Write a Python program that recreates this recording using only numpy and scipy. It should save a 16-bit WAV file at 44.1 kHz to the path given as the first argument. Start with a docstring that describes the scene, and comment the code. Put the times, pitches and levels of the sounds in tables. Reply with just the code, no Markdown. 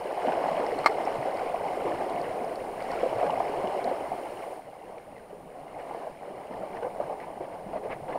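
"""Calm sea laps on shore rocks, heard from a camera in a closed waterproof case. From the start, swells slosh
and heave over the camera's hiss and thin whine. Trapped air resonates in laps, glugs and drips, and light ticks
join in. Near one second something hard taps the case and its shell rings. Brief splashes fall from about three
seconds on. A little past halfway everything turns quieter, and then softer swells return."""
import sys
import numpy as np
from scipy import signal
from scipy.fft import rfft, irfft, next_fast_len
from scipy.io import wavfile
from scipy.ndimage import uniform_filter1d, map_coordinates

SR = 44100
rng = np.random.default_rng(int(sys.argv[2]) if len(sys.argv) > 2 else 0)


def inscribe(sig):
    """Save sig as 16-bit PCM at rate SR to the path in sys.argv[1].

    A 1-D sig is mono; a 2-D sig holds one channel per row.
    Samples are clipped to [-1, 1] before scaling.
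    """
    pcm = np.round(np.clip(np.atleast_2d(sig).T, -1, 1) * 32767)
    wavfile.write(sys.argv[1], SR, pcm.astype(np.int16))


N = 360738


def amp(db):
    """Amplitude ratio of a level in decibels."""
    return 10 ** (np.asarray(db) / 20)


def unit(x):
    """Normalisation to an rms of 1."""
    return x / np.sqrt(np.mean(x ** 2) + 1e-20)


def curves(rows):
    """Linear interpolation: one value per sample for each column after the time."""
    times, *columns = np.transpose(rows)
    return [np.interp(np.arange(N) / SR, times, column) for column in columns]


def wobble(rate_hz):
    """Random modulation: a spline through rate_hz Gaussian values a second."""
    knots = rng.standard_normal(int(N * rate_hz / SR) + 4)
    return map_coordinates(knots, [np.arange(N) * rate_hz / SR])


def add(track, start, sound):
    """Superposition of a sound on the track, from start in seconds."""
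    part = track[round(start * SR):][:len(sound)]
    part += sound[:len(part)]


def coloured(x, points):
    """Minimum-phase filtering with a gain that follows the (Hz, dB) points."""
    size = 2 * next_fast_len(N // 2 + 8192)
    hz, db = np.transpose(points)
    gain = amp(np.interp(np.log(np.fft.rfftfreq(size, 1 / SR) + 1), np.log(hz), db))
    cepstrum = irfft(np.log(np.maximum(gain, 1e-6)))
    cepstrum[1:size // 2] *= 2  # folding the cepstrum makes the filter causal
    cepstrum[size // 2 + 1:] = 0
    return irfft(rfft(x, size) * np.exp(rfft(cepstrum)))[:N]


def churn(patchy_db):
    """Modulated noise of rms 1: its gain varies in small patches of time and frequency."""
    spectrum = signal.stft(rng.standard_normal(N), nperseg=512)[2]
    patches = uniform_filter1d(rng.standard_normal(spectrum.shape), size=4, axis=0)
    patches = uniform_filter1d(patches, size=3, axis=1)
    return unit(signal.istft(spectrum * amp(patchy_db * unit(patches)), nperseg=512)[1][:N])


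def bubble(t, hz, cycles, rise):
    """Damped resonance of an air pocket, whose pitch climbs as it nears the surface."""
    age = t * hz / cycles
    phase = hz * t * (1 + rise * age / (age + 2))
    return np.sin(2 * np.pi * phase) * np.exp(-age) * (1 - np.exp(-2 * t * hz))


def bubble_cloud(count, low_hz, high_hz, cycles, spread_db, samples):
    """Incoherent sum of bubbles of random time, pitch, damping and strength, at rms 1."""
    when, pitch, life, strength = rng.random((count, 4)).T[:, :, None]
    hz = low_hz * (high_hz / low_hz) ** pitch
    rings = bubble(np.arange(samples) / SR, hz, cycles * (.5 + life), rise=0.11)
    gain = amp(-spread_db * np.log(strength + 0.011))  # a few are much stronger than the rest
    index = (when * N).astype(int) + np.arange(samples)
    return unit(np.bincount(index.ravel(), (gain * rings).ravel(), N)[:N])


# Slosh, spray and foam as heard through the case. 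Each row: frequency in Hz, gain in dB.
SLOSH_SPECTRUM = [(88, -54.5), (150, -17), (296, -12.5), (487, -2), (732, 2.5), (1220, -12.5), (1330, -32),
                  (1440, -18), (1700, -24), (2210, -39), (3740, -120)]
SPRAY_SPECTRUM = [(650, -15.5), (1100, -15.5), (1250, -6.5), (1340, -4.5), (1460, -7.5), (1890, -5.5),
                  (2080, -1), (2640, -9.5), (2910, -7), (3590, -20), (4260, -15), (4790, -19.5),
                  (5240, -16.5), (6030, -28.5), (6500, -28), (8450, -56), (14300, -120)]
FOAM_SPECTRUM = [(5000, -38), (6500, -6.5), (8200, -3), (10000, -7), (11800, -8), (15000, -25)]
# The slow swell. Each row: time in seconds, relative slosh level in dB, relative spray level in dB.
SWELL = [(0, -34, -49.5), (.3, -32, -44), (.75, -32.5, -44.5), (1.05, -30.5, -45), (1.6, -33, -48.5),
         (1.98, -31, -45.5), (2.7, -35.5, -51.5), (2.95, -33.5, -44), (3.3, -30, -46.5), (3.8, -32, -47.5),
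         (4.4, -38.5, -52), (4.66, -47, -59), (5.15, -47, -61), (5.45, -47, -62.5), (5.95, -38.5, -54.5),
         (6.17, -46.5, -58.5), (6.6, -41, -56), (8.18, -41.5, -59)]


def wash():
    """Resonance rises as bubbles shrink: in each swell big ones gurgle, small ones crackle, foam fizzes."""
    gurgle = bubble_cloud(3400, low_hz=255.8, high_hz=1406, cycles=2.97, spread_db=1.0, samples=1500)
    slosh_noise = unit(coloured(churn(patchy_db=2.0), SLOSH_SPECTRUM))
    slosh = unit(unit(coloured(gurgle, SLOSH_SPECTRUM)) + amp(-1.5) * slosh_noise)
    crackle = bubble_cloud(11000, low_hz=1113, high_hz=6100, cycles=3.5, spread_db=4.5, samples=500)
    spray_noise = unit(coloured(churn(patchy_db=1.94), SPRAY_SPECTRUM))
    spray = unit(unit(coloured(crackle, SPRAY_SPECTRUM)) + amp(-0.5) * spray_noise)
    fizz = bubble_cloud(12000, low_hz=6140, high_hz=13000, cycles=3, spread_db=2.5, samples=120)
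    foam = unit(coloured(fizz, FOAM_SPECTRUM))
    slosh_db, spray_db = curves(SWELL)
    surge = surges()  # adds to the swell in power
    ripple = wobble(40)  # ripples shake slosh and spray together
    slosh_gain = np.hypot(amp(slosh_db + 0.5), surge) * draw_back() * amp(0.5 * ripple)
    spray_gain = np.hypot(amp(spray_db - 0.5), amp(-22) * surge) * amp(.7 * ripple)
    return slosh * slosh_gain + (spray + amp(-21.5) * foam) * spray_gain


# The rumble of the hollows. Each row: frequency in Hz, gain in dB.
HOLLOW_SPECTRUM = [(20, -2), (70, -4.5), (130, -4), (200, 1), (300, -2), (500, -11.5), (1500, -100)]
# The heaving of the water. Each row: time in seconds, relative level in dB.
HEAVE_LEVELS = [(0.0, -59.5), (0.52, -51.5), (1.34, -53), (2.09, -49), (2.25, -52.5), (3.37, -49.5),
                (4.76, -60.5), (5.1, -57), (6.24, -57), (6.45, -53.5), (7.08, -55), (8.18, -50)]


def hollows():
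    """Water heaves between the rocks: low noise and the resonance of large air pockets."""
    heave_db = curves(HEAVE_LEVELS)[0] + 2 * wobble(13)
    pockets = bubble_cloud(260, low_hz=97.4, high_hz=301, cycles=2.6, spread_db=1, samples=6000)
    gulps = unit(coloured(pockets, HOLLOW_SPECTRUM))
    rumble = unit(coloured(churn(patchy_db=1.0), HOLLOW_SPECTRUM))
    return amp(heave_db + 1.5) * unit(amp(-4) * gulps + rumble)


# The camera's hiss. Each row: frequency in Hz, gain in dB.
HISS_SPECTRUM = [(20, 6), (1000, 11.5), (6300, -1.5), (8200, 1.5), (10300, -1.5), (11800, 1.5), (13000, -2),
                 (15700, -3)]
# The tones of its whine. Each row: frequency in Hz, relative level in dB.
WHINE_TONES = [(9415, -80), (9491, -77), (9523, -81), (9561, -67), (9636, -94)]
# The gain of hiss and whine together. Each row: time in seconds, gain in dB.
ELECTRONICS_GAIN = [(0, 1.5), (4.54, 2), (4.65, -5.5), (5.7, -5.5), (5.95, -2), (6.2, -5.5), (6.9, -2),
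                    (7.5, -4), (8.18, -2)]


def electronics():
    """A thin whine of close tones near 9.5 kHz sounds over a broadband hiss."""
    t = np.arange(N) / SR
    whine = np.zeros(N)
    for hz, db in WHINE_TONES:
        phase = 2 * np.pi * (hz * t + rng.random()) + 0.28 * wobble(7.2)
        whine += amp(db) * np.sqrt(2) * np.sin(phase)
    hiss = amp(-61.0) * unit(coloured(rng.standard_normal(N), HISS_SPECTRUM))
    return (whine + hiss) * amp(curves(ELECTRONICS_GAIN)[0])


# Wavelets on top of the swell. Each row: start in seconds, relative level in dB, seconds until draining.
WAVELETS = [(0.175, -30.5, 0.23), (.41, -31.5, 0.24), (1.844, -31, 0.08), (3.03, -42, .1),
            (3.174, -30, .12), (3.827, -36.5, 0.11), (4.1, -34, .04), (4.386, -42.5, 0.21),
            (4.866, -44, 0.11), (5.751, -40, 0.062), (5.88, -39, 0.19), (6.218, -42, 0.2),
            (6.488, -41.5, 0.2), (6.733, -38, .06), (6.811, -36, .05), (6.989, -35.5, 0.04),
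            (7.07, -36, .06), (7.163, -43.5, 0.13), (7.39, -39, 0.056), (7.514, -37, 0.027),
            (7.723, -35, 0.051), (7.824, -35.5, 0.1), (8.076, -32.5, 0.14)]


def surges(rise_s=0.017, drain_s=0.015):
    """Amplitude envelope of the wavelets: each runs up linearly, holds and drains exponentially."""
    t = np.arange(N) / SR
    envelope = np.zeros(N)
    for start, db, hold in WAVELETS:
        run_up = np.clip((t - start) / rise_s, 0, 1)
        drain = np.exp(-np.maximum(t - start - hold, 0) / drain_s)
        envelope += amp(db) * run_up * drain
    return envelope


# Transmission of the laps through the case. Each row: frequency in Hz, gain in dB.
CASE_TRANSMISSION = [(60, -37), (300, -1), (1000, 3), (3000, 2), (6000, -25), (15000, -47)]
# Wavelets that trap air. Each row: start in seconds, relative level in dB, starting pitch in Hz.
LAP_POCKETS = [(0.175, -21, 760), (0.273, -20, 664), (0.283, -13, 748), (0.374, -17.5, 680),
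               (0.439, -13.5, 684), (0.483, -16.5, 793), (0.597, -16, 638), (0.984, -19, 600),
               (1.073, -16.5, 776), (1.152, -26, 654), (1.409, -20.5, 666), (1.542, -19, 655),
               (1.639, -23, 700), (2.106, -20, 670), (3.031, -11.5, 499), (3.06, -16.5, 505),
               (3.128, -16.5, 644), (3.215, -16.5, 692), (3.229, -16, 700), (3.297, -15, 810),
               (3.374, -17.5, 740), (3.403, -11.5, 734), (3.638, -17, 611), (3.874, -18.5, 750),
               (3.913, -16, 544), (4.118, -23, 715), (5.328, -30.5, 409), (5.91, -22, 795),
               (5.946, -20.5, 684), (6.07, -23.5, 636), (6.222, -28.5, 740), (6.634, -21, 603),
               (6.824, -22, 464), (6.845, -20, 503), (6.867, -20, 514), (6.96, -24.5, 635),
               (7.0, -15.5, 583), (7.097, -24, 785), (7.127, -28, 738), (7.404, -23.5, 365),
               (7.733, -23, 650), (8.084, -25, 720), (8.154, -22, 612)]


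def laps():
    """Impulse excitation: a wavelet slaps the rock and trapped air rings; the case dulls the slap."""
    out, t = np.zeros(N), np.arange(SR // 8) / SR
    froth = unit(coloured(rng.standard_normal(N), SLOSH_SPECTRUM))
    slap_envelope = amp(-60 * t / 0.1) * (1 - np.exp(-t / 0.0033))
    for start, db, hz in LAP_POCKETS:
        slap = froth[rng.integers(N - len(t)):][:len(t)] * slap_envelope
        add(out, start, amp(db - 1.0) * (bubble(t, hz, cycles=3.4, rise=0.035) + 0.19 * slap))
    return coloured(out, CASE_TRANSMISSION)


def draw_back(depth_db=2, lead_s=0.0063, width_s=0.0057):
    """Amplitude modulation: the slosh sinks for a moment as the water gathers for each lap."""
    t = np.arange(N) / SR
    dips = sum(np.exp(-np.minimum(((t - start + lead_s) / width_s) ** 2, 20))
               for start, _, _ in LAP_POCKETS)
    return amp(-depth_db * dips)


# The largest air pockets. 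Each row: start in seconds, relative level in dB, starting pitch in Hz.
GLUG_POCKETS = [(0.275, -20, 250), (0.756, -22.5, 282), (1.03, -37, 252), (1.182, -29.5, 128),
                (2.411, -28, 236), (3.023, -29, 237), (3.151, -33.5, 112), (3.495, -30, 277),
                (3.641, -27, 196), (3.858, -30, 234), (6.509, -34, 275), (6.61, -33, 196),
                (7.66, -31.5, 185), (8.017, -32, 140)]


def glugs():
    """Mass-spring resonance: a large air pocket is a soft spring for the water, so it rings low."""
    out, t = np.zeros(N), np.arange(SR // 5) / SR
    for start, db, hz in GLUG_POCKETS:
        add(out, start, amp(db - 2.5) * bubble(t, hz, cycles=2.6, rise=0.069))
    return out


# The clearest drops. Each row: start in seconds, relative level in dB, starting pitch in Hz.
DROPS = [(.321, -24, 1500), (1.394, -28, 1430), (2.805, -32, 2100), (2.906, -28, 1900), (2.933, -30, 1440),
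         (3.006, -31, 2050), (3.265, -27, 1600), (3.305, -27, 2850), (3.48, -29, 2290), (3.673, -29, 2880),
         (4.424, -37, 2430), (4.62, -41, 2060), (4.792, -46, 2020), (4.982, -37, 2230), (5.165, -39, 2060),
         (5.18, -40, 1930), (5.196, -43, 1560), (5.68, -39, 2070), (6.538, -36, 1790), (6.769, -33, 1770),
         (6.83, -32.5, 1490), (7.038, -37, 1600), (7.201, -33, 1950)]


def drips():
    """Air entrainment: a drop hits the surface with a small spatter, and its bubble plinks."""
    out, t = np.zeros(N), np.arange(SR // 16) / SR
    mist = unit(coloured(rng.standard_normal(N), SPRAY_SPECTRUM))
    for start, db, hz in DROPS:
        spatter = 0.25 * amp(-60 * t / 0.036) * mist[round(start * SR):][:len(t)]
        add(out, start, amp(db - 4.0) * (bubble(t, hz, cycles=7.0, rise=0.011) + spatter))
    return out


# The colour the case gives the ticks. Each row: frequency in Hz, gain in dB.
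TICK_COLOUR = [(1500, -27), (3500, -6), (4200, 1.5), (5400, 7), (6200, -5), (8300, 5), (12000, -10),
               (15700, -26)]
# Light, crisp ticks. Each row: start in seconds, relative level in dB, starting pitch in Hz.
CRISP_TICKS = [(.665, -42.5, 5200), (0.789, -38, 4230), (1.052, -41, 5270), (1.371, -45, 4270),
               (2.098, -42, 3770), (2.215, -41.5, 4330), (2.447, -47, 4930), (2.557, -42, 4370),
               (2.824, -46, 4640), (2.916, -39, 4380), (3.843, -35.5, 4070)]


def ticks():
    """Rapid damping: a high ring with a trace of fizz dies so soon that it is heard as a tick."""
    out, t = np.zeros(N), np.arange(SR // 32) / SR
    for start, db, hz in CRISP_TICKS:
        fizz = 0.4 * amp(-60 * t / 0.013) * rng.standard_normal(len(t))
        add(out, start, amp(db + 2.0) * (bubble(t, hz, cycles=5.3, rise=0.024) + fizz))
    return coloured(out, TICK_COLOUR)


# The modes of the case. 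Each row: frequency in Hz, relative level in dB, seconds to decay by 60 dB.
CASE_MODES = [(616, -14, .012), (930, 8, 0.0094), (1188, 4.5, 0.033), (1360, -12, .015),
              (2131, -6.5, 0.063), (3020, -19.5, 0.028), (4260, -19, 0.04), (4560, -27, .03),
              (5300, -22, .02), (8200, -28, .02), (9370, -33.5, .03), (12000, -32, .025)]
# The crack of a contact. Each row: frequency in Hz, gain in dB.
CRACK_SPECTRUM = [(200, -19), (650, 14.5), (1700, 9), (2200, 8), (3400, -18), (4500, 4), (6200, -17),
                  (8500, -13.5), (12500, -33), (15700, -20)]
# The contacts within the one tap. Each row: start in seconds, relative strength in dB.
CONTACTS = [(.844, -20.5), (.8592, -26), (.8604, 0), (.866, -21), (.8724, -15.5)]


def case_tap():
    """Modal vibration: something hard chatters on the case; each touch cracks and rings the shell."""
    out, t = np.zeros(N), np.arange(SR // 8) / SR
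    ring = sum(amp(db - 60 * t / t60) * np.sin(2 * np.pi * hz * t) for hz, db, t60 in CASE_MODES)
    grit = unit(coloured(rng.standard_normal(N), CRACK_SPECTRUM))
    attack = 1 - np.exp(-t / .00025)
    for start, db in CONTACTS:
        crack = amp(-5.5 - 60 * t / 0.038) * grit[round(start * SR):][:len(t)]
        add(out, start, amp(db - 9.0) * (ring + crack) * attack)
    bass_cut = signal.butter(3, 330, "highpass", fs=SR, output="sos")  # the small shell gives no bass
    return signal.sosfilt(bass_cut, out)


# The droplets of a splash. Each row: frequency in Hz, gain in dB.
DROPLET_SPECTRUM = [(400, 4), (900, 5), (1400, -3), (2100, 4), (3100, -14), (3800, -20), (5200, -28),
                    (8000, -76)]
# Thrown water landing. Each row: time of the peak in seconds, level in dB, Gaussian width in seconds.
LANDINGS = [(3.304, -47, 0.013), (5.8, -48.5, .012), (6.773, -48, .015), (7.23, -49.5, 0.027),
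            (7.77, -48.5, 0.012), (7.923, -36, 0.015), (8.131, -39.5, 0.0065)]


def splashes():
    """Overlapping impacts: the droplets of thrown water merge into a short swell of noise."""
    t = np.arange(N) / SR
    envelope = sum(amp(db) * np.exp(-.5 * ((t - peak) / width) ** 2) for peak, db, width in LANDINGS)
    return envelope * unit(coloured(churn(patchy_db=2), DROPLET_SPECTRUM))


def scene():
    """Superposition of the water, the tap on the case and the camera's own noise in one channel."""
    water = wash() + hollows() + laps() + glugs() + drips() + ticks() + splashes()
    return (water + case_tap() + electronics())[None]


def record(dry, ceiling=.75, top_hz=15750):
    """Saturation and band limiting: the microphone rounds peaks; the camera keeps only the band below top_hz."""
    rounded = dry / (1 + (dry / ceiling) ** 4) ** .25
    size = next_fast_len(N + 8192)
    passband = np.fft.rfftfreq(size, 1 / SR) < top_hz
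    return irfft(rfft(rounded, size) * passband, size)[:, :N]


dry = scene()
out = record(dry)
inscribe(out)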